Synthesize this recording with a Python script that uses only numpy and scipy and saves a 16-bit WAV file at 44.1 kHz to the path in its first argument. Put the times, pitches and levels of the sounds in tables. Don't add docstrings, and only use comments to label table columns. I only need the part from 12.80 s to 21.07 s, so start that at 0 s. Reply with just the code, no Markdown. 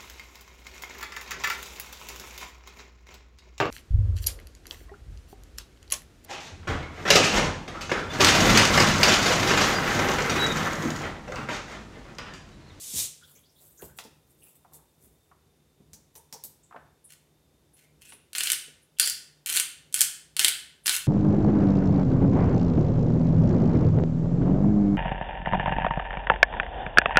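import sys
import numpy as np
from scipy import signal
from scipy.fft import rfft, irfft, next_fast_len
from scipy.io import wavfile
from scipy.ndimage import uniform_filter1d, map_coordinates

SR = 44100
rng = np.random.default_rng(int(sys.argv[2]) if len(sys.argv) > 2 else 0)


def output_pcm(signal):
    pcm = np.clip(np.atleast_2d(signal).T, -1, 1) * 32767
    wavfile.write(sys.argv[1], SR, np.round(pcm).astype(np.int16))


N = 364703

# start_s, end_s, crumbling_db, ring_hz, ring_db (relative, trimmed in ringing)
MILL_TURNS = [(4.278, 4.338, -56.5, 1950, 0), (4.951, 5.049, -69, 2170, 16.5),
              (5.205, 5.342, -61, 2720, 14), (5.541, 5.705, -39.5, 2900, -4),
              (6.192, 6.292, -37, 4850, 10.5), (6.658, 6.821, -37.5, 3240, -17),
              (7.137, 7.266, -37.5, 9075, -19), (7.583, 7.686, -33, 1680, 6),
              (8.053, 8.177, -33.5, 2920, -6)]
# frequency_hz, gain_db
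SNAP_SPECTRUM = [(200, -23.5), (700, -41), (1400, -19.5), (3000, -5), (5500, -2), (8800, 0), (12000, -2.5),
                 (15500, -9.5), (17000, -37.5)]


def amp(db):
    return 10 ** (np.asarray(db) / 20)


def unit(x):
    return x / np.sqrt(np.mean(x ** 2) + 1e-20)


def along(points, hz):
    f, v = np.transpose(points)
    return np.interp(np.log(hz + 1), np.log(f), v)


def shape(points):
    return lambda f: amp(along(points, f))


def peak(f, hz, width):
    return f * width / np.hypot(hz * hz - f * f, f * width)


def modes(f, table):
    return np.sqrt(sum((amp(db) * peak(f, hz, width)) ** 2 for hz, width, db in table))


def colour(x, gain):
    m = 2 * next_fast_len(len(x))
    cepstrum = irfft(np.log(np.maximum(gain(np.fft.rfftfreq(m, 1 / SR)), 1e-6)))
    cepstrum[1:m // 2] *= 2
    cepstrum[m // 2 + 1:] = 0
    response = np.exp(rfft(cepstrum))
    return irfft(rfft(x, m) * response, m)[:len(x)]


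def burst(life, steep=1):
    u = np.arange(SR // 4) / SR / life
    z = rfft(u * np.exp(-u ** steep) * rng.standard_normal(len(u)))
    return irfft(z / np.abs(z) ** .6)[:SR // 8]


def sized(x, life):
    return x / np.sqrt(np.sum(x ** 2) / (life * SR)) / 2


def grains(rate, spread_db):
    hits = rng.random(N) < rate / SR
    size = amp(spread_db * np.clip(rng.standard_normal(N), -2, 2))
    return hits * rng.standard_normal(N) * size


def add(track, s, x):
    part = track[max(round(s * SR), 0):][:len(x)]
    part += x[:len(part)]


def swell(middle, width):
    return np.exp(-((np.arange(N) / SR - middle) / width) ** 2)


def scattered(start, end, rate, count=16):
    place, draw = rng.random(count), rng.standard_normal(count)
    times = start + (np.arange(count) + place) / rate
    return [(s, z) for s, z in zip(times, draw) if s < end]


def patchy(x, depth_db, size=5):
    z = signal.stft(x, nperseg=256)[2]
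    across_bands = uniform_filter1d(rng.standard_normal(z.shape), size, 0)
    field = uniform_filter1d(across_bands, 2 * size, 1)
    return signal.istft(z * amp(depth_db * unit(field)), nperseg=256)[1][:N]


def blows(rows, life, breadth):
    out = np.zeros(N)
    for s, db, hz in rows:
        blow = colour(burst(life), lambda f: peak(f, hz, breadth * hz) ** 3)
        add(out, s, amp(db) * sized(blow, life))
    return out


def background(air_db=-66, waver_db=2, waver_rate_hz=7):
    # frequency_hz, gain_db
    air_spectrum = [(25, -38.5), (38, -41.5), (50, -3), (70, -3), (116, -7.5), (180, -9.5), (250, -11),
                    (400, -10.5), (650, -18), (1500, -27), (3500, -28), (8000, -30), (13000, -31),
                    (15800, -39)]
    # pitch_hz, width_hz (of the resonance before it is squared), level_db (rms)
    appliance = [(150.9, 13, -71), (3620, 78, -84)]
    air = amp(air_db) * unit(colour(rng.standard_normal(N), shape(air_spectrum)))
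    rumble = signal.sosfiltfilt(signal.butter(2, 500, fs=SR, output="sos"), air)
    waver = map_coordinates(rng.standard_normal(200), [np.arange(N) / SR * waver_rate_hz], mode="mirror")
    hum = np.zeros(N)
    for hz, width, db in appliance:
        hum += amp(db) * unit(colour(rng.standard_normal(N), lambda f: peak(f, hz, width) ** 2))
    return air + rumble * (amp(waver_db * waver) - 1) + hum


def shaker():
    # frequency_hz, gain_db
    salt_spectrum = [(300, -16.5), (900, -24.5), (1500, -23), (2500, -15.5), (3600, -7), (4700, -8.5),
                     (6800, -2), (8600, -2.5), (11000, -6), (15000, -11), (15800, -30)]
    slide_db, growth_db_per_s = -44, 34
    rush_s, rush_db, rush_width_s = 0.19, -29.5, .042
    settle_s, settle_db_per_s = .25, 450
    t = np.arange(N) / SR
    growth = growth_db_per_s * np.minimum(t, settle_s)
    settling = settle_db_per_s * np.maximum(t - settle_s, 0)
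    trickle = amp(slide_db + growth - settling)
    flow = np.hypot(trickle, amp(rush_db) * swell(rush_s, rush_width_s))
    return flow * unit(colour(grains(rate=14000, spread_db=1.5), shape(salt_spectrum)))


def pats():
    # start_s, level_db (approximate peak), pitch_hz
    soft_pats = [(.135, -36.5, 187), (.155, -30.5, 102), (1.022, -33, 350), (1.033, -36.5, 99),
                 (1.10, -44, 94.5), (1.248, -39.5, 280), (3.0, -46, 205), (3.125, -46, 107),
                 (3.527, -47, 163), (3.955, -46, 303), (5.328, -50, 345), (5.875, -48.5, 262)]
    return blows(soft_pats, life=0.004, breadth=1.48)


def squeaks():
    # start_s, level_db (approximate peak), pitch_hz
    clear = [(.41, -52, 1460), (.428, -50, 3480), (.55, -51, 6430), (.972, -47.5, 6700), (.992, -51, 1510),
             (1.085, -54.5, 1550), (1.615, -56.5, 2750), (1.655, -60, 2640), (3.83, -53.5, 7540),
             (4.241, -44, 9700), (4.932, -52, 10200), (5.285, -44, 9300), (5.322, -44, 10000),
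             (6.018, -56.5, 10100), (6.165, -54, 3070), (8.035, -47.5, 9900)]
    slip_db, slip_hz, scatter_octaves = -59.5, 4270, 0.56
    moments = scattered(start=0.35, end=.8, rate=24)
    slips = [(s, slip_db, slip_hz * 2 ** (scatter_octaves * z)) for s, z in moments]
    return blows(clear + slips, life=0.0098, breadth=0.28)


def rubbing(contact_db=-77, stroke_trim_db=-2):
    # middle_s, level_db (before the trim), half_length_s
    strokes = [(0.524, -58, 0.073), (0.852, -55.5, 0.069), (1.029, -48.5, 0.049), (1.185, -50, 0.015),
               (1.503, -66, .02), (1.657, -56, 0.053), (1.761, -59, 0.011), (1.952, -48.5, 0.02),
               (2.242, -59, .035), (3.369, -47.5, 0.017), (3.649, -44, 0.0086)]
    # frequency_hz, gain_db
    scale_spectrum = [(400, 5), (1500, -6.5), (2500, -11), (5000, -8.5), (8000, 4.5), (12000, 6.5),
                      (15500, 3)]
    t = np.arange(N) / SR
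    effort = amp(contact_db) * ((t > .4) & (t < 2.5))
    for s, db, width in strokes:
        effort += amp(stroke_trim_db + db) * swell(s, width)
    scratch = colour(grains(rate=3300, spread_db=5.0), shape(scale_spectrum))
    return effort * unit(patchy(scratch, depth_db=3.5))


def smacks(life=0.00049, peel_life=0.0076, plate_life=0.016, peel_db=-12, film_db=10, film_width=900):
    # start_s, click_db, low_smack_db, film_pitch_hz, plate_db
    releases = [(1.0211, -45, -38.5, 9000, -56), (1.1869, -27.5, -26, 3400, -52.5),
                (1.239, -36, -68, 4940, -53), (1.935, -36.5, -68, 13000, -58),
                (3.1326, -31.5, -47.5, 6060, -63), (3.354, -36.5, -45, 5850, -51.5),
                (3.526, -24.5, -38.5, 5540, -43), (3.638, -22.5, -51, 12100, -63),
                (5.322, -44, -35.5, 2700, -74)]
    # frequency_hz, gain_db
    wet_spectrum = [(500, -0.5), (2000, -22), (4000, -3), (5600, -0.5), (8000, 1.5), (12500, 0), (15500, 0),
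                    (17000, -25)]
    # frequency_hz, gain_db
    smack_spectrum = [(150, -46.5), (450, -23), (700, -4), (950, -2.5), (1300, -3), (3000, -1.5),
                      (6000, -18), (12000, -37.5)]
    # pitch_hz, width_hz, gain_db
    plate_modes = [(475, 120, 0), (890, 140, 2), (1430, 180, -12)]
    out = np.zeros(N)
    for s, db, smack_db, hz, plate_db in releases:
        def film(f):
            lift = 1 + amp(film_db) * peak(f, hz, film_width)
            return shape(wet_spectrum)(f) * lift / (1 + (f / (4 * hz)) ** 4)

        click = amp(db) * sized(colour(burst(life), film), life)
        smack = amp(smack_db) * sized(colour(burst(2 * life), shape(smack_spectrum)), 2 * life)
        peel = amp(db + peel_db) * sized(colour(burst(peel_life), film), peel_life)
        clank = colour(burst(plate_life), lambda f: modes(f, plate_modes) ** 2)
        add(out, s, click + smack + peel + amp(plate_db) * sized(clank, plate_life))
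    return out


def knocks():
    # start_s, level_db (approximate peak), pitch_hz
    dull_knocks = [(1.847, -43.5, 860), (1.92, -51, 880), (1.988, -51, 920), (2.513, -45, 1010),
                   (3.908, -41, 1000), (3.923, -38.5, 1190), (3.942, -34.5, 770), (3.959, -33.5, 710),
                   (3.961, -35, 1400)]
    return blows(dull_knocks, life=0.0022, breadth=0.88)


def housing(f):
    # pitch_hz, width_hz, gain_db
    resonances = [(332, 110, -15), (1493, 95, -1.5), (1763, 180, -2.5), (2180, 260, -3.5), (2710, 260, 2.5),
                  (3057, 180, 4), (3404, 850, 1), (4260, 82, 8), (4890, 630, 3)]
    return modes(f, resonances) / (1 + (f / 6000) ** 4)


def crumbs(edge=0.0092, body_db=-3):
    t = np.arange(N) / SR
    turning = np.zeros(N)
    for start, end, db, _, _ in MILL_TURNS:
        turning += amp(db) * np.clip((t - start) / edge, 0, 1) * np.clip((end - t) / edge, 0, 1)
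    clump_decay = np.exp(-1 / (0.0011 * SR))
    clumps = signal.lfilter([1], [1, -clump_decay], np.abs(grains(rate=460, spread_db=0.5)))
    grit = clumps * rng.standard_normal(N)
    bright = unit(colour(grit, shape(SNAP_SPECTRUM)))
    return turning * (bright + amp(body_db) * unit(colour(grit, housing)))


def chips(snap_db=13.5, housing_db=9.5, spread_db=1.5):
    rows = []
    for start, end, db, _, _ in MILL_TURNS:
        for s, z in scattered(start + .012, end, rate=50):
            rows.append((s, db + snap_db + spread_db * z, db + housing_db + spread_db * z))
    return rows


def cracks(snap_trim_db=-3, pitch_width=1500, pitch_db=4):
    # start_s, snap_db (before the trim), housing_db
    loud_corns = [(5.2187, -39, -43.5), (5.5313, -26, -32), (5.5503, -22, -18.5), (5.5827, -11.5, -19.5),
                  (5.6063, -13.5, -13.5), (5.6347, -9.5, -24), (5.6717, -19.5, -15.5), (5.7008, -8.5, -13),
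                  (5.7183, -3.5, -22), (5.7318, -14, -17), (6.186, -24, -34), (6.1974, 0.5, -9),
                  (6.2034, -13.5, -27), (6.2139, -13.5, -21.5), (6.2278, -19.5, -21), (6.2598, -13, -27),
                  (6.2742, -10, -24), (6.298, -10, -38), (6.6608, -15, -27.5), (6.699, -12, -21),
                  (6.7264, -12.5, -28), (6.7601, -8.5, -18.5), (6.7661, -7, -18.5), (6.7715, -6, -13.5),
                  (6.7985, -4.5, -15.5), (7.1261, -27, -41.5), (7.1421, -4, -22), (7.191, -15, -30),
                  (7.2076, 1, -17.5), (7.2151, 0, -14), (7.5659, -13, -19), (7.5936, -3.5, -9.5),
                  (7.6123, -19, -17), (7.6458, -0.5, -4.5), (7.6517, -14.5, -14.5), (7.6822, -3.5, -13.5),
                  (8.0591, -15, -18.5), (8.0679, -7, -21), (8.0789, -9, -11), (8.0937, -7, -10.5),
                  (8.1146, -27, -26), (8.1642, -10.5, -30)]
    snap_hz, scatter_octaves = 9180, 0.077
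    life, body_life = .0013, .0015
    rows = [(s, snap_trim_db + bright_db, hollow_db) for s, bright_db, hollow_db in loud_corns]
    out = np.zeros(N)
    for s, bright_db, hollow_db in rows + chips():
        hz = snap_hz * 2 ** (scatter_octaves * rng.standard_normal())

        def corn(f):
            return shape(SNAP_SPECTRUM)(f) * (1 + amp(pitch_db) * peak(f, hz, pitch_width))

        snap = colour(burst(life, steep=2), corn)
        body = colour(burst(body_life, steep=2.02), housing)
        add(out, s, amp(bright_db) * sized(snap, life) + amp(hollow_db) * sized(body, body_life))
    return out


def ringing(x, trim_db=-7, t60=0.3):
    out, t = np.zeros(N), np.arange(N) / SR
    decay = amp(-60 * t[:SR // 2] / t60)
    for start, end, _, hz, ring_db in MILL_TURNS:
        jangle = rng.standard_normal(len(decay)) * decay / np.linalg.norm(decay)
        ring = colour(jangle, lambda f: peak(f, hz, hz / 4) ** 2)
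        crunch = x[(t >= start) & (t < end)]
        add(out, start, amp(trim_db + ring_db) * signal.fftconvolve(crunch, ring))
    return out


def echoes(wet_db, early_db, early_life=0.012):
    # frequency_hz, t60_s
    room_decay = [(150, 0.49), (530, 0.45), (1500, 0.55), (4500, 0.46), (9000, 0.39), (12000, 0.31),
                  (15500, 0.34)]
    hz, t, z = signal.stft(rng.standard_normal(SR * 3 // 4), SR, nperseg=256)
    decay = amp(-60 * t / along(room_decay, hz)[:, None])
    tail = signal.istft(z * decay, SR, nperseg=256)[1]
    t = np.arange(len(tail)) / SR
    tail = tail * (1 - np.exp(-t / 0.0028))
    early = rng.standard_normal(len(t)) * np.exp(-t / early_life) * (t > .002)
    return amp(wet_db) * tail / np.linalg.norm(tail) + amp(early_db) * early / np.linalg.norm(early)


def kitchen(x, wet_db, early_db, count=5):
    place = np.arange(N) / SR / .011 % count
    out = x
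    for k in range(count):
        share = np.sin(np.pi / 2 * np.minimum((place - k) % count, 2))
        out = out + signal.oaconvolve(x * share, echoes(wet_db, early_db))[:N]
    return out


def scene():
    salt_and_skin = kitchen(shaker() + squeaks() + rubbing(), wet_db=-6.0, early_db=-5)
    touches = kitchen(pats() + smacks() + knocks(), wet_db=-5.5, early_db=-3.0)
    crunch = crumbs() + cracks()
    mill = kitchen(crunch + ringing(crunch), wet_db=-4.5, early_db=-4.5)
    return (background() + salt_and_skin + touches + mill)[None]


def record(dry):
    top_hz, fade_hz = 16000, 400
    m = next_fast_len(N + SR)
    hz = np.fft.rfftfreq(m, 1 / SR)
    treble_limit = np.clip((top_hz - hz) / fade_hz + .5, 0, 1)
    bass_cut = 1 - np.exp(-(hz / 50) ** 6)
    return irfft(rfft(dry, m) * treble_limit * bass_cut, m)[..., :N]


dry = scene()
out = record(dry)
output_pcm(out)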